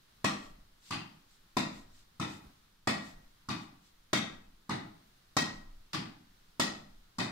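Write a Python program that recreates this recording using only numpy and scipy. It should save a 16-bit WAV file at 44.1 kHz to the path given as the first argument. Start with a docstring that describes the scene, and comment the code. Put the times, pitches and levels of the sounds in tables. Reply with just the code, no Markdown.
"""Thump, crack and a short ping of strings: a tennis ball is volleyed on a tiled, walled roof terrace.
Each impact, close by or at the far end, excites the resonances of ball and racket; the walls return
it as reverberation, flutter echo and standing waves. The players step in and swish a sleeve, a soft
low rumble follows each stroke, and the near swing wafts air at the microphone.
Under it all lies the faint wash of the town."""
import sys
import numpy as np
from scipy import signal
from scipy.fft import rfft, irfft, next_fast_len
from scipy.io import wavfile
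from scipy.ndimage import uniform_filter1d

SR = 44100
rng = np.random.default_rng(int(sys.argv[2]) if len(sys.argv) > 2 else 0)


def wav_record(signal):
    """Record a signal, one row per channel, as 16-bit PCM in the file named by sys.argv[1]."""
    frames = np.transpose(np.atleast_2d(signal))
    bounded = np.clip(frames, -1, 1)
    # unit amplitude maps onto the largest positive 16-bit level
    quanta = np.round(bounded * 32767).astype(np.int16)
    wavfile.write(sys.argv[1], SR, quanta)


N = 322371
HZ = np.fft.rfftfreq(8192, 1 / SR)  # frequency grid of the filter curves
T = np.arange(SR) / SR  # one second


def amp(db):
    """Amplitude ratio of a level in decibels."""
    return 10 ** (np.asarray(db) / 20)


def unit(x):
    """Normalisation to a mean energy of 1 per channel."""
    return x / np.sqrt(np.mean(np.sum(x ** 2, -1)) + 1e-20)


def curve(points, hz=HZ):
    """Interpolation on a logarithmic frequency axis."""
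    knots_hz, values = np.transpose(points)
    return np.interp(np.log(hz + 1), np.log(knots_hz + 1), values)


def add(mix, start_s, sound):
    """Superposition: a stereo sound joins the mix at start_s."""
    part = mix[:, round(start_s * SR):][:, :sound.shape[1]]
    part += sound[:, :part.shape[1]]


def convolve(x, response):
    """Causal convolution, cut to the length of x."""
    return signal.fftconvolve(x, np.atleast_2d(response), axes=1)[:, :x.shape[1]]


def colour(x, gain_db):
    """Minimum-phase filter: the phase follows from the Hilbert transform of the log gain."""
    log_gain = np.log(amp(np.r_[gain_db, gain_db[-2:0:-1]]))
    response = np.fft.ifft(np.exp(np.conj(signal.hilbert(log_gain)))).real
    return convolve(x, response[:len(HZ)])


def whiten(x, bins):
    """Inverse filtering flattens the broad spectrum of a burst and keeps its fine structure."""
    power = signal.welch(np.pad(x, ((0, 0), (4096, 0))), nperseg=8192, detrend=False)[1].mean(0)
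    smoothed = uniform_filter1d(power / power.mean(), bins)
    return unit(colour(x, -10 * np.log10(smoothed + 1e-6)))


def bell(hz, width_hz):
    """Lorentzian curve of height 1."""
    return 1 / (1 + (2 * (HZ - hz) / width_hz) ** 2)


def resonance(hz, width_hz, peak_db):
    """Gain in dB of a resonance that stands peak_db above its surroundings."""
    return 10 * np.log10(1 + (amp(peak_db) ** 2 - 1) * bell(hz, width_hz) ** 2)


def noise_pair(coherence, size):
    """Partial coherence: the balance of mid and side noise sets how alike left and right are."""
    mid, side = rfft(rng.standard_normal((2, size)))
    correlation = np.clip(curve(coherence, np.fft.rfftfreq(size, 1 / SR)), -1, 1)
    mid *= np.sqrt((1 + correlation) / 2)
    side *= np.sqrt((1 - correlation) / 2)
    return irfft(np.array([mid + side, mid - side]), size)


# Left-right likeness of scattered sound: frequency_hz, correlation
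DIFFUSE_COHERENCE = [(60, 1), (170, 0.99), (330, 0.5), (600, -0.46), (850, -0.29), (1300, 0.11),
                     (2200, -0.0082), (15000, 0.09)]
def wash(spectrum):
    """A diffuse field: coloured noise of rms 1."""
    noise = noise_pair(DIFFUSE_COHERENCE, next_fast_len(N))
    return unit(colour(noise, curve(spectrum))[:, :N]) * np.sqrt(N)


def swells(events, spectrum, flicker_db):
    """Amplitude modulation of noise by flickering Gaussian swells: peak_s, half_width_s, level_db."""
    t = np.arange(N) / SR
    envelope = sum(amp(db) * np.exp(-((t - peak_s) / half_s) ** 2) for peak_s, half_s, db in events)
    noise = wash(spectrum)
    knots_s = t[::400]
    flicker = np.interp(t, knots_s, rng.standard_normal(len(knots_s)))
    return noise * envelope * amp(flicker_db * flicker)


# Spectrum of the town: frequency_hz, level_db
TOWN_SPECTRUM = [(25, -3.5), (60, -6), (150, -5), (300, -11.5), (500, -15.5), (1300, -12), (2500, -17.5),
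                 (3900, -14), (6000, -20), (8000, -24.5), (12000, -25), (15500, -25)]
def town(level_db=-66.5, drift_db=0.86):
    """Ambient noise: the town arrives as a diffuse field whose level wanders slowly."""
    drift = np.interp(np.arange(N), np.linspace(0, N, 40), rng.standard_normal(40))
    return amp(level_db + drift_db * drift) * wash(TOWN_SPECTRUM)


# Spectrum of air flowing over the microphone: frequency_hz, level_db
WIND_SPECTRUM = [(10, -2), (24, -1.5), (45, -16.5), (100, -27.5), (400, -71)]
def wind(breeze_db=-69, puff_after_s=0.32, puff_half_s=0.15):
    """Flow noise: a steady breeze, and a slow, deep puff of air pushed by each near swing."""
    puffs = [(s + puff_after_s, puff_half_s, draught_db) for s, *_, draught_db in NEAR_STROKES]
    return amp(breeze_db) * wash(WIND_SPECTRUM) + swells(puffs, WIND_SPECTRUM, flicker_db=1.0)


# Spectrum shared by the steps and the rumbles: frequency_hz, level_db
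LOW_SPECTRUM = [(30, 15.5), (70, -9), (190, 0), (350, -17), (900, -17.5), (3000, -33), (7000, -42)]
def steps_and_rumbles(step_before_s=0.11, step_half_s=0.039, step_db=-69,
                      rumble_after_s=0.27, rumble_half_s=0.09, rumble_offset_db=4.5):
    """Modulated low noise: a soft step leads into each stroke, and a soft rumble swells after it."""
    strokes = [(s, swish_db) for s, *_, swish_db, _ in NEAR_STROKES]
    strokes += [(s, swish_db) for s, *_, swish_db in FAR_STROKES]
    steps = [(s - step_before_s, step_half_s, step_db) for s, _ in strokes]
    rumbles = [(s + rumble_after_s, rumble_half_s, db + rumble_offset_db) for s, db in strokes]
    return swells(steps + rumbles, LOW_SPECTRUM, flicker_db=5.5)


# Spectrum of rubbing: frequency_hz, level_db
SWISH_SPECTRUM = [(500, -14), (2500, -6), (4500, -1.5), (7500, -5.5), (10000, -19), (15000, -23.5)]
# Shoes scuffing the tiles: peak_s, half_width_s, level_db
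SHOE_SCUFFS = [(0.893, 0.062, -58.5), (1.333, 0.05, -69), (1.98, 0.064, -66.5), (3.869, .038, -69)]
def swishes(near_after_s=0.2, far_after_s=0.125, half_s=0.063):
    """Friction noise: a sleeve follows each stroke through, and now and then a shoe scuffs."""
    near = [(s + near_after_s, half_s, swish_db) for s, *_, swish_db, _ in NEAR_STROKES]
    far = [(s + far_after_s, half_s, swish_db) for s, *_, swish_db in FAR_STROKES]
    return swells(near + far + SHOE_SCUFFS, SWISH_SPECTRUM, flicker_db=0.5)


# Reverberation time of the terrace: frequency_hz, t60_s
REVERB_TIMES = [(80, 0.64), (200, 0.5), (500, 0.57), (1100, 0.51), (2200, 0.45), (4500, 0.41), (8000, 0.36),
                (14000, 0.25)]
# Spectrum of the reverberation: frequency_hz, level_db
REVERB_SPECTRUM = [(80, 1.5), (170, 0.5), (260, 0), (450, 0), (900, -1.5), (2500, 2.5), (5000, 1),
                   (8000, -4), (14000, -8)]
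def reverberation(wall_delay_s, early_db, grain):
    """Scattered echoes decay exponentially, lumpy at first, the treble dying soonest."""
    hz, t, bands = signal.stft(noise_pair(DIFFUSE_COHERENCE, SR), SR, nperseg=256)
    decay = amp(-60 * t / curve(REVERB_TIMES, hz)[:, None])
    tail = signal.istft(bands * decay, SR, nperseg=256)[1][:, :SR]
    lumps = np.interp(T, np.linspace(0, 1, 500), rng.standard_normal(500))
    unevenness = np.exp(grain * lumps * np.exp(-T / 0.28))
    early = 1 / (1 + np.exp(np.minimum((T - wall_delay_s) / 0.00092, 20)))  # 1 until a wall answers
    onset = amp(early_db * early) * (1 - np.exp(-T / 0.0043))
    return colour(whiten(tail * onset * unevenness, bins=30), curve(REVERB_SPECTRUM))


def ring(hz, t60_s):
    """Damped oscillation of one mode, with energy 1."""
    return unit(np.sin(2 * np.pi * hz * T) * amp(-60 * T / t60_s))


# Modes between the walls, excited from either end: pitch_hz, near_db, far_db, t60_s
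TERRACE_MODES = [(96.7, -23, -27.5, 0.9), (151, -18, -19, 0.58), (202, -11.5, -12.5, 0.56),
                 (275.5, -20.5, -20, 0.71), (315.7, -14, -12, 0.48)]
def standing_waves(end, detune=0.0064):
    """Room modes ring alike in both channels, at strengths set by the end the stroke comes from."""
    modes = sum(amp(near_db if end == "near" else far_db) * ring(hz * rng.normal(1, detune), t60_s)
                for hz, near_db, far_db, t60_s in TERRACE_MODES)
    return np.array([modes, modes])


def flutter(thump, period_s, reflection):
    """Flutter echo: the thump bounces between the side walls, weaker on each return."""
    taps = np.zeros(SR)
    for bounce in range(9):
        taps[round(bounce * period_s * SR)] = reflection ** bounce
    return convolve(thump[None], taps)


# Left-right likeness of direct sound: frequency_hz, correlation
DIRECT_COHERENCE = [(100, 1), (400, 0.34), (1200, 0.7), (2500, 0), (15000, 0)]
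def crack(length_s):
    """A brief contact is broadband: one noise burst stands for the impact and its echo off the tiles."""
    age = T[:4096] / length_s
    burst = noise_pair(DIRECT_COHERENCE, len(age)) * np.sqrt(age) * np.exp(-age ** 3)
    return np.pad(whiten(burst, bins=70), ((0, 0), (0, SR - len(age))))


# Spectrum of the racket's rim: frequency_hz, level_db
RIM_SPECTRUM = [(100, -2), (500, -6.5), (1500, 3), (3000, -4.5), (5000, 2), (8000, -17.5), (15000, -28)]
# The ball clips the rim: start_s, level_db, reverb_to_direct_db
RIM_KNOCKS = [(5.931, -7, 4), (5.9453, -8.5, -1)]
def rim_knocks():
    """Impact on a stiff body: the ball knocks brightly on the rim, and the terrace reverberates."""
    out = np.zeros((2, N))
    for start_s, level_db, reverb_db in RIM_KNOCKS:
        direct = crack(length_s=0.0075)
        echoes = amp(reverb_db) * reverberation(wall_delay_s=0.015, early_db=1.5, grain=0.22)
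        add(out, start_s, amp(level_db) * unit(colour(direct + echoes, curve(RIM_SPECTRUM))))
    return out


# Depth of the interference ripple: frequency_hz, depth_fraction
RIPPLE_DEPTH = [(400, 0.05), (1400, 0.13), (2800, 0.68), (14000, 0.83)]
def ripple():
    """Interference: the clicks within one contact cancel at chance frequencies; a gain in dB."""
    clicks = rng.standard_normal(260) * signal.windows.tukey(260, 0.5)
    magnitude = abs(rfft(unit(clicks), 2 * len(HZ) - 2))
    return curve(RIPPLE_DEPTH) * 20 * np.log10(magnitude + 0.033)


def racket(end, strokes, spectrum, modes, direct_spectrum, thump, ping_hz, ping_width_hz, ping_db,
           notch_db, crack_db, crack_s, reverb_db, wall_delay_s, early_db, grain):
    """Source and filter: ball and strings colour a crack and its echoes, over thump and room modes."""
    out = np.zeros((2, N))
    body_db = curve(spectrum) + sum(resonance(*mode) for mode in modes)
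    for start_s, level_db, bass_db, middle_db, treble_db, pock_hz, pock_db, notch_hz, *_ in strokes:
        # the spot where the ball meets the strings sets the tone of the stroke
        tone_db = curve([(280, bass_db), (600, middle_db), (1300, middle_db),
                         (2400, 0.0035), (5000, treble_db)])
        tone_db += ripple() * (1 - bell(ping_hz, width_hz=150))  # the ping rings through the dips
        tone_db += resonance(pock_hz, width_hz=112, peak_db=pock_db)
        tone_db += resonance(ping_hz, ping_width_hz, ping_db + 1.45 * level_db)  # harder hits ping more
        tone_db -= notch_db * bell(notch_hz, width_hz=126)
        direct = amp(crack_db) * colour(crack(crack_s), curve(direct_spectrum))
        echoes = amp(reverb_db) * reverberation(wall_delay_s, early_db, grain)
        impact = unit(colour(direct + echoes, body_db + tone_db))
        add(out, start_s, amp(level_db) * (impact + amp(bass_db) * thump))
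        add(out, start_s + wall_delay_s, amp(level_db + bass_db) * standing_waves(end))
    return out


# Broad spectrum of a stroke: frequency_hz, level_db
NEAR_SPECTRUM = [(40, -19.5), (90, -3.5), (160, 11.5), (250, 14.5), (450, 0.5), (700, 5.5), (1250, 5),
                 (1650, 1), (2100, -0.5), (3000, -6.5), (4500, -2), (7500, -8), (10500, -18.5),
                 (15500, -22.5)]
FAR_SPECTRUM = [(40, -22), (90, 8), (160, 16), (220, 13.5), (300, 13), (480, -1), (850, 9), (1250, 3),
                (1650, -0.5), (2200, -2.5), (3000, -5), (4300, -5.5), (7500, -10), (10500, -20.5),
                (15500, -32)]
# Extra colour of the direct path from the racket: frequency_hz, gain_db
NEAR_DIRECT_PATH = [(100, -14), (300, 3), (550, 0), (1000, 2.5), (1700, -0.5), (3000, -5.5), (5000, -1),
                    (9000, -2.5), (14000, -6.5)]
FAR_DIRECT_PATH = [(100, 9.5), (300, -6.5), (550, -16.5), (1250, 10), (2200, -17), (3000, -15), (5000, 4.5),
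                   (9000, 0), (14000, 1)]
# Resonances of racket and ball: pitch_hz, width_hz, peak_db
NEAR_RESONANCES = [(627, 126, 5), (782, 42, 4), (1307, 45, 3), (2160, 42, 6), (2573, 54, 11), (3180, 60, 6),
                   (3463, 110, 8), (3710, 140, 6), (4190, 480, 0.5), (5110, 320, 4.5)]
FAR_RESONANCES = [(837, 41, 3.5), (2505, 55, 8.6), (3635, 310, 7.2), (4370, 160, 4.9), (4870, 270, 8.5)]
# Strokes of the near player; the pock is the ball's resonance, the notch a weak narrow band:
# start_s, level_db, bass_db, middle_db, treble_db, pock_hz, pock_db, notch_hz, swish_db, draught_db
NEAR_STROKES = [(0.2432, 2.5, -2.5, -0.5, -1, 1144, 8.5, 1510, -63, -56.5),
                (1.5677, 1.6, -0.5, 0, -1, 995, 7.5, 1560, -62, -56),
                (2.8721, 2.5, -3, -2, -4, 1170, 5.5, 1580, -59.5, -58),
                (4.1301, 3.5, -4, -5, -4, 1370, 4, 1835, -76, -56.5),
                (5.3665, 4, -2, -1.5, 0.5, 1036, 7.5, 1790, -71, -49),
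                (6.5962, 2.5, -3, -0.5, 3, 980, 0, 1550, -79, -58)]
# Strokes of the far player:
# start_s, level_db, bass_db, middle_db, treble_db, pock_hz, pock_db, notch_hz, swish_db
FAR_STROKES = [(.9060, -1.26, -4.5, -2.2, -2, 1166, 7.5, 510, -82),
               (2.1975, -0.4, 0.6, 0.5, -0.5, 1324, 8, 1600, -58),
               (3.4864, -0.9, 0.5, 0, -1, 1160, 8.7, 480, -65),
               (4.6926, 0.5, -0.2, 0.5, -4.5, 1250, 4, 2450, -85),
               (5.9400, -2, -1.1, -3.5, -2.5, 1170, 8, 3080, -82),
               (7.1838, 2, -1.5, -0.8, 0.2, 614, 7, 2880, -74)]
def rally():
    """The direct-to-reverberant ratio falls with distance: more crack close by, mostly echo far off."""
    near_thump = amp(-10) * flutter(ring(hz=244, t60_s=0.028), period_s=0.019, reflection=0.24)
    far_thump = amp(-16.5) * flutter(ring(hz=213, t60_s=0.072), period_s=0.016, reflection=0.66)
    near = racket("near", NEAR_STROKES, NEAR_SPECTRUM, NEAR_RESONANCES, NEAR_DIRECT_PATH, near_thump,
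                  ping_hz=1908, ping_width_hz=55, ping_db=10.1, notch_db=8, crack_db=-4, crack_s=0.0067,
                  reverb_db=-0.3, wall_delay_s=0.00794, early_db=0.5, grain=0.12)
    far = racket("far", FAR_STROKES, FAR_SPECTRUM, FAR_RESONANCES, FAR_DIRECT_PATH, far_thump,
                 ping_hz=1970, ping_width_hz=240, ping_db=6.6, notch_db=10.5, crack_db=-10.5,
                 crack_s=0.0075, reverb_db=-1, wall_delay_s=0.01333, early_db=-7.5, grain=0.057)
    return amp(3.5) * near + amp(0.52) * far


# Level difference between the two microphone ports: frequency_hz, left_minus_right_db
PORT_BALANCE = [(300, 0), (700, 1), (1500, 0), (2200, 2), (3000, 7), (3900, 10), (5000, 2), (6200, -1),
                (7500, -13), (8700, -15), (11000, -15), (15000, -15)]
def scene():
    """Superposition: the play, shorn of deep bass and coloured by each port, lies over town and wind."""
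    play = rally() + rim_knocks() + swishes() + steps_and_rumbles()
    play = signal.sosfilt(signal.butter(2, 58, "high", fs=SR, output="sos"), play)
    lean_db = curve(PORT_BALANCE) / 2
    left, right = colour(play[:1], lean_db), colour(play[1:], -lean_db)
    return np.vstack([left, right]) + town() + wind()


def record(dry, cutoff_hz=15750):
    """Band limiting: a steep linear-phase low-pass removes the highest treble."""
    low_pass = signal.firwin(401, cutoff_hz, window=("kaiser", 9), fs=SR)
    return signal.oaconvolve(dry, low_pass[None], "same")


dry = scene()
out = record(dry)
wav_record(out)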